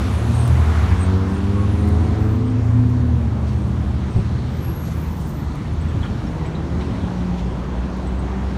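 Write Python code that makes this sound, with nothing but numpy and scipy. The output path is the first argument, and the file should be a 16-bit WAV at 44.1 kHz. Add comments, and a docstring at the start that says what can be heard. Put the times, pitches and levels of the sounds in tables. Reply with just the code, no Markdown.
"""Traffic at a level crossing

Busy road some way off, heard through a phone: six engines rev, change gear, coast or wait, as wandering shaft orders.
Rumble, tyre roar and hiss are noise in third-octave bands that swell as vehicles go by. Turbine, belt and brakes
squeal as unsteady carriers; loose metal clinks and wheels bump over the rails as struck modes.
Dry ticks and short rustles are bursts of band noise."""
import sys
import numpy as np
from scipy import signal
from scipy.fft import rfft, irfft, next_fast_len
from scipy.io import wavfile
from scipy.ndimage import uniform_filter1d

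SR = 44100
rng = np.random.default_rng(int(sys.argv[2]) if len(sys.argv) > 2 else 0)


def log_audio(samples):
    """Write samples as a 16-bit WAV file to the path given in sys.argv[1]."""
    # one column per channel
    frames = np.atleast_2d(samples).T
    # limit to full scale, then quantise
    limited = np.clip(frames, -1, 1)
    pcm = np.round(limited * 32767).astype(np.int16)
    wavfile.write(sys.argv[1], SR, pcm)


N = 377937

# single order of the distant engines: multiple, level column, offset/dB, offset per revving rate/(dB per Hz/s)
ONE_ORDER = [(0.99, 0, 0, 0)]


def undb(db):
    """Decibels to gain."""
    return 10 ** (np.asarray(db) / 20)


def curves(table, fade_s=0.04):
    """Table columns at every sample, and a gate open while the table lasts."""
    knots_s, *columns = np.transpose(table)
    t_s = np.arange(N) / SR
    edge = np.minimum(t_s - knots_s[0], knots_s[-1] - t_s) / fade_s
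    gate = np.clip(edge + (knots_s[0] <= 0) + (knots_s[-1] >= t_s[-1]), 0, 1)
    return [np.interp(t_s, knots_s, c) for c in columns], gate


def walk(rate_hz, n=N):
    """Random levels held 1 / rate_hz and slewed twice; spread near 1."""
    hold = max(int(SR / rate_hz), 1)
    steps = np.repeat(rng.standard_normal(n // hold + 1), hold)
    return 1.48 * uniform_filter1d(uniform_filter1d(steps, hold), hold)[:n]


def band(lo_hz, hi_hz, n=N):
    """Band-passed noise of rms 1."""
    sos = signal.butter(2, [lo_hz, min(hi_hz, 0.45 * SR)], "band", fs=SR, output="sos")
    noise = signal.sosfilt(sos, rng.standard_normal(n))
    return noise / np.std(noise)


def add(out, start_s, sound):
    """Mix a sound in from start_s."""
    i = int(start_s * SR)
    out[i:i + len(sound)] += sound[:N - i]


def ring(hz, t60_s):
    """One struck mode: a sine decaying 60 dB in t60_s."""
    t_s = np.arange(int(t60_s * SR)) / SR
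    return np.sin(2 * np.pi * hz * t_s) * np.exp(-np.log(1000) * t_s / t60_s)


def squeal(hz, db, width_hz):
    """Stick-slip never settles on one tone: a carrier whose size and phase wander at random."""
    n = len(hz)
    wander = 0.59 + walk(2 * width_hz, n) + 1j * walk(2 * width_hz, n)
    carrier = np.exp(2j * np.pi * np.cumsum(hz) / SR)
    return undb(db) * (wander * carrier).real


def engine(table, orders, pipe=()):
    """Exhaust orders locked to one wobbling shaft; higher orders fade more on the way through the air."""
    wobble, uneven_db = 0.0035, 1.25
    pull_lag_s, pull_spread_s = 0.16, 0.32  # exhaust stays harsh a moment after revving up
    (hz, *dbs), gate = curves(table, fade_s=0.19)
    rise_hz_per_s = uniform_filter1d(np.gradient(hz) * SR, int(pull_spread_s * SR))
    i = np.arange(N)
    pull_hz_per_s = np.interp(i - pull_lag_s * SR, i, rise_hz_per_s)
    turns = np.cumsum(hz * (1 + wobble * walk(12))) / SR
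    out = np.zeros(N)
    for multiple, column, offset_db, pull_db in orders:
        level_db = dbs[column] + offset_db + pull_db * pull_hz_per_s
        for centre_hz, half_width_hz, top_db in pipe:
            level_db = level_db + top_db / (1 + ((multiple * hz - centre_hz) / half_width_hz) ** 2)
        level_db = level_db + uneven_db * np.cbrt(multiple) * walk(11)
        out += np.sqrt(2) * undb(level_db) * np.sin(2 * np.pi * (multiple * turns + rng.random()))
    return gate * out


def road():
    """Tyre and engine noise in third-octave bands, lifted by passing vehicles; each band flickers."""
    # spectrum: f/Hz, relative density/dB
    colour_table = [(22, -32), (40, -9), (65, 1), (130, -2.5), (220, -7), (360, -14), (490, -20),
                    (1000, -22), (1700, -30.5), (2800, -37.5), (4000, -39.5), (7000, -48), (10000, -57.5),
                    (15600, -71.5)]
    # passing vehicles: nearest at t/s, half-power time/s, lift/dB, centre f/Hz
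    passes = [(0, 0.42, 8.5, 453), (0, 0.37, 15, 3760), (.33, 0.43, 17.5, 14000), (.83, 0.25, 16, 2360),
              (1.97, .63, 8.5, 3670), (2.12, .32, 6.5, 300), (3.2, 0.35, 1.5, 370), (4.2, 0.55, 2.5, 200),
              (4.45, 0.62, 8, 3847), (5.1, 0.5, 5.5, 11880), (5.96, .24, 3, 2860), (6.05, 0.31, 2, 152),
              (6.88, 0.38, 4, 497), (7., 0.32, 1.5, 100), (7.08, 0.63, 8.5, 3960), (8.1, 0.89, 2.5, 600),
              (8.57, 0.6, 9, 3220)]
    spread_octaves, last_third_db = 1.25, -24.5
    t_s = np.arange(N) / SR
    size = next_fast_len(N)
    octave = np.log2(np.maximum(np.arange(size // 2 + 1) * SR / size, 1))
    colour_hz, colour_db = np.array(colour_table).T
    colour = undb(np.interp(octave, np.log2(colour_hz), colour_db))
    spectrum = rfft(rng.standard_normal(size)) * colour
    # power goes as 1 / distance squared
    nearness = np.array([undb(2 * db) / (1 + ((t_s - s) / half_s) ** 2) for s, half_s, db, _ in passes])
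    pass_octave = np.log2(np.array(passes)[:, -1])
    out, shared = 0, walk(5.5)
    for centre in np.arange(13, 43) / 3:  # octaves above 1 Hz
        window = np.cos(np.pi / 2 * np.clip(3 * (octave - centre), -1, 1)) ** 2
        share = np.exp(-((centre - pass_octave) / spread_octaves) ** 2)
        lift = np.sqrt(1 + share @ nearness)
        lift = lift / lift[-N // 3:].mean()
        bright = np.clip((centre - 7.5) / 7.2, 0, 1)  # treble comes in puffs, bass is steadier
        flicker_db = bright * shared + walk(11)
        out = out + irfft(spectrum * window, size)[:N] * lift * undb(flicker_db)
    return out * undb(last_third_db) / np.std(out[-N // 3:])


def truck():
    """Truck pulling away; exhaust resonances lift orders passing through them."""
    # course: t/s, firing rate f/Hz, lowest order level/dB, upper orders level/dB (before offsets)
    course = [(0, 87.5, -26, -50), (.7, 89.5, -22.5, -33.5), (1.15, 94, -14.5, -25), (1.35, 97, -28, -27),
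              (1.6, 100.6, -19, -26.5), (1.85, 103.5, -23, -27.5), (2.3, 108.7, -17, -29),
              (2.6, 111.6, -18.5, -39), (2.8, 114.9, -14, -45), (3.05, 119.2, -23, -42),
              (4.05, 118.6, -27, -52), (4.7, 124.1, -29, -48), (5.2, 104.9, -38, -53)]
    # orders: multiple, level column, offset/dB, offset per revving rate/(dB per Hz/s)
    orders = [(1, 0, -0.5, 0), (2, 1, 0, 0), (3, 1, -6.5, 0), (4, 1, -10.5, 0), (5, 1, -18., 0),
              (7, 1, -21.5, 0), (8, 1, -28, 0)]
    # exhaust resonances: f/Hz, half-width/Hz, lift/dB
    pipe = [(448, 29, 7.5), (754, 16, 6)]
    return engine(course, orders, pipe)


def car():
    """Car that revs, then shifts up: multiples of its shaft rate."""
    # course: t/s, shaft rate f/Hz, level/dB (before offsets)
    course = [(0, 33.25, -22.5), (.3, 38.38, -17), (.55, 40.86, -17.5), (.72, 39.08, -20), (.9, 33.3, -18),
              (1.1, 30.74, -36), (1.5, 30.4, -37), (1.95, 31.57, -30.5), (2.7, 27.76, -33)]
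    # orders: multiple, level column, offset/dB, offset per revving rate/(dB per Hz/s)
    orders = [(2, 0, -1.5, 0), (3, 0, -3, 0), (5, 0, -21, 0.0043)]
    return engine(course, orders)


def van():
    """Van that gathers speed, then lifts off: firing rate and its third order."""
    # course: t/s, firing rate f/Hz, lowest order level/dB, 3rd order level/dB (before offsets)
    course = [(0, 76.7, -29.5, -40), (.7, 77.77, -22, -34.5), (1.5, 79.7, -23.5, -34.5),
              (2, 81.9, -19, -40.5), (2.5, 83.44, -27, -27), (2.85, 84, -22.5, -24),
              (3.1, 81.1, -16.5, -25), (3.5, 69.33, -27, -30), (4.4, 64.5, -29, -34), (4.7, 60.4, -42, -50)]
    # orders: multiple, level column, offset/dB, offset per revving rate/(dB per Hz/s)
    orders = [(1, 0, 0, 0.0058), (3, 1, 0.0047, 0)]
    return engine(course, orders)


def turbine():
    """Truck's turbine whine: a narrow hiss that sinks as the truck draws away."""
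    # course: t/s, level/dB
    course = [(0, -58), (.4, -56), (.8, -64), (1.3, -77), (1.6, -63), (1.9, -63), (2.3, -84)]
    start_hz, sink_hz_per_s = 11140, 800
    (db,), gate = curves(course)
    hz = start_hz - sink_hz_per_s * np.arange(N) / SR
    return gate * squeal(hz, db + 0.81 * walk(12.7), width_hz=380)


def squeal_burst(length_s, first_hz, droop_hz, db, width_hz):
    """One stick-slip burst: drooping, jittering pitch and uneven level under soft ends."""
    n = int(length_s * SR)
    hz = first_hz - np.linspace(0, droop_hz, n) + 0.25 * width_hz * walk(31.2, n)
    return signal.windows.tukey(n, 0.4) * squeal(hz, db + 1.8 * walk(23, n), width_hz)


def belt():
    """Slipping belt: narrow chirps without droop."""
    # chirps: start t/s, length/s, f/Hz, level/dB
    chirps = [(0.096, 0.12, 8660, -52), (0.305, 0.22, 8560, -51.5), (0.982, .098, 8500, -46.5),
              (1.258, 0.15, 8735, -62), (1.689, 0.28, 8500, -62), (1.949, 0.16, 8567, -62),
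              (2.449, 0.09, 8475, -63), (3.448, 0.29, 8500, -66), (4.09, .15, 8470, -63),
              (4.237, .76, 8520, -73), (7.75, .13, 8510, -67)]
    out = np.zeros(N)
    for start_s, length_s, hz, db in chirps:
        add(out, start_s, squeal_burst(length_s, hz, 0, db, width_hz=60))
    return out


def ticks():
    """Dry ticks: band noise with a quick rise and decay."""
    # ticks: t/s, level/dB (noise rms before the envelope)
    hits = [(0.4761, -32), (1.8522, -48), (1.8746, -41.5), (1.8871, -37.5), (2.899, -48), (3.6716, -50),
            (5.5541, -43), (7.9688, -48)]
    out = np.zeros(N)
    t_s = np.arange(SR // 50) / SR
    envelope = np.minimum(t_s / 0.0015, 1) * np.exp(-t_s / 0.0028)
    for start_s, db in hits:
        add(out, start_s, undb(db) * band(3000, 13000, len(t_s)) * envelope)
    return out


def rustles():
    """Grit and rattle: short humps of uneven band noise."""
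    # rustles: centre t/s, half of full length/s, centre f/Hz, level/dB (noise rms before the envelope)
    bursts = [(0.913, 0.03, 1640, -38), (3.503, 0.07, 3603, -49.5), (4.149, .08, 4490, -56),
              (4.865, 0.12, 5470, -52.5), (5.262, .13, 7070, -52), (6.044, 0.033, 1300, -37.5),
              (6.459, 0.032, 2500, -45.5), (6.824, 0.046, 3000, -44), (7.38, 0.074, 3480, -48.5)]
    out = np.zeros(N)
    for centre_s, half_s, hz, db in bursts:
        n = int(2 * half_s * SR)
        gain = undb(db + 3.1 * walk(60.5, n)) * np.hanning(n)
        add(out, centre_s - half_s, gain * band(hz / 1.8, 1.36 * hz, n))
    return out


def brakes():
    """Brakes and running gear: stick-slip squeals, and a cluster of short high chirps."""
    # squeals: start t/s, length/s, first f/Hz, droop/Hz, level/dB
    bursts = [(1.29, 0.1995, 2720, 12, -53), (1.54, .13, 1100, -5, -43), (1.649, 0.087, 2720, 10, -57),
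              (2.165, .225, 14800, 202, -64), (4.448, .43, 14050, 152, -72), (4.59, .32, 11540, 72, -50.5),
              (4.878, 0.097, 11400, 252, -57.5), (4.92, .32, 10620, 120, -63.5),
              (4.901, 0.376, 13350, -150, -61), (5.26, .06, 14850, 247, -59),
              (5.274, 0.17, 14100, 350, -64), (5.299, .18, 11950, 350, -65)]
    # chirp cluster: start t/s, end t/s, lowest f/Hz, highest f/Hz
    cluster = (4.43, 5.46, 11800, 15400)
    out = np.zeros(N)
    for start_s, length_s, first_hz, droop_hz, db in bursts:
        width_hz = 0.007 * first_hz + 0.45 * abs(droop_hz)
        add(out, start_s, squeal_burst(length_s, first_hz, droop_hz, db, width_hz))
    start_s, end_s, lo_hz, hi_hz = cluster
    for when, pitch, length, size in rng.random((80, 4)):
        n = int((0.05 + 0.13 * length) * SR)
        # the shoe lets go, the note droops
        hz = (lo_hz + (hi_hz - lo_hz) * pitch) * np.linspace(1, 0.99, n)
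        chirp = np.hanning(n) * squeal(hz, -76 + 7.3 * size, width_hz=230)
        add(out, start_s + (end_s - start_s - n / SR) * when, chirp)
    return out


def coasting_car():
    """Car coasting down: one falling order."""
    # course: t/s, firing rate f/Hz (before the order multiple), level/dB
    course = [(3.1, 109.8, -27.5), (3.85, 83.4, -26)]
    return engine(course, ONE_ORDER)


def waiting_engine():
    """Engine waiting further off: one order of changing rate."""
    # course: t/s, firing rate f/Hz (before the order multiple), level/dB
    course = [(3.3, 79.5, -25.5), (4.2, 80.9, -26.5), (5.1, 79.32, -27.5), (5.5, 74.1, -34),
              (5.9, 82.3, -25), (6.3, 74.86, -31), (7.3, 74.2, -40)]
    return engine(course, ONE_ORDER)


def rail_bumps():
    """Trailer wheels bumping over the rails: a brief push rings damped modes."""
    # bumps: t/s, level/dB (before mode levels)
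    bumps = [(4.162, -16.5), (4.186, -17), (5.95, -22), (6.9, -26), (7.53, -27.5)]
    # modes: f/Hz, relative level/dB, t60/s
    modes = [(109.5, 7.5, 0.33), (173.4, 1, 0.15), (226, -8, .1), (381, -4.5, 0.081), (561, -9.5, 0.094),
             (720, -5, 0.081)]
    out = np.zeros(N)
    push = np.hanning(int(0.0017 * SR))
    push = push / push.sum()
    for start_s, db in bumps:
        for hz, mode_db, t60_s in modes:
            add(out, start_s, undb(db + mode_db) * np.convolve(ring(hz, t60_s), push))
    return out


def clinks():
    """Loose metal: three close modes struck together."""
    # clinks: t/s, main mode f/Hz, main mode level/dB (before decay)
    hits = [(4.383, 4350, -45), (5.73, 9400, -55), (5.81, 8000, -49), (5.885, 7900, -50),
            (6.028, 3310, -33.5), (6.06, 3200, -38), (6.268, 5500, -45), (6.45, 2210, -40),
            (6.46, 7900, -46), (6.55, 3960, -38.5), (6.905, 3170, -42), (8.07, 7980, -47),
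            (8.19, 8300, -48)]
    t60_s, rise_s = 0.087, 0.0014
    out = np.zeros(N)
    for start_s, hz, db in hits:
        modes = ring(hz, t60_s) + 0.41 * ring(hz + 170, t60_s) + 0.67 * ring(hz - 230, t60_s)
        rise = np.minimum(np.arange(len(modes)) / (rise_s * SR), 1)
        add(out, start_s, undb(db) * modes * rise)
    return out


def pickup():
    """Pickup that slows for the rails and pulls off again: whole and half orders."""
    # course: t/s, firing rate f/Hz, lowest order level/dB, 3rd order level/dB (before offsets)
    course = [(4.7, 56.6, -46, -34), (5.3, 51, -39, -28), (6.05, 48.91, -34, -37), (6.4, 53.54, -36, -27.5),
              (6.62, 54.96, -44, -29.5), (6.8, 61.37, -40, -30), (7.3, 59.9, -27.5, -26.5),
              (7.7, 60.93, -29, -31.5), (8.1, 62.56, -24.5, -31), (8.57, 65.53, -27, -29)]
    # orders: multiple, level column, offset/dB, offset per revving rate/(dB per Hz/s)
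    orders = [(1, 0, -0.5, 0.095), (3, 1, 0, 0.0091), (4.5, 1, -17.5, 0.58), (6, 1, -14, 0.32),
              (7.5, 1, -25.5, 0.32), (9, 1, -22.5, 0.14)]
    return engine(course, orders)


def scene():
    """All sources at the microphone."""
    engines = truck() + car() + van() + coasting_car() + waiting_engine() + pickup()
    squeals = turbine() + belt() + brakes()
    small_sounds = ticks() + rustles() + rail_bumps() + clinks()
    return (road() + engines + squeals + small_sounds)[None]


def record(dry):
    """The phone's sound port takes out a few narrow bands; the phone cuts the top."""
    # port dips: f/Hz, width/Hz, depth 0-1
    port_dips = [(4930, 380, 0.35), (7440, 530, 0.2)]
    top_hz = 15650
    for hz, width_hz, depth in port_dips:
        dry = dry - depth * signal.lfilter(*signal.iirpeak(hz, hz / width_hz, fs=SR), dry)
    return signal.sosfilt(signal.ellip(10, 0.2, 70, top_hz, fs=SR, output="sos"), dry)


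dry = scene()
out = record(dry)
log_audio(out)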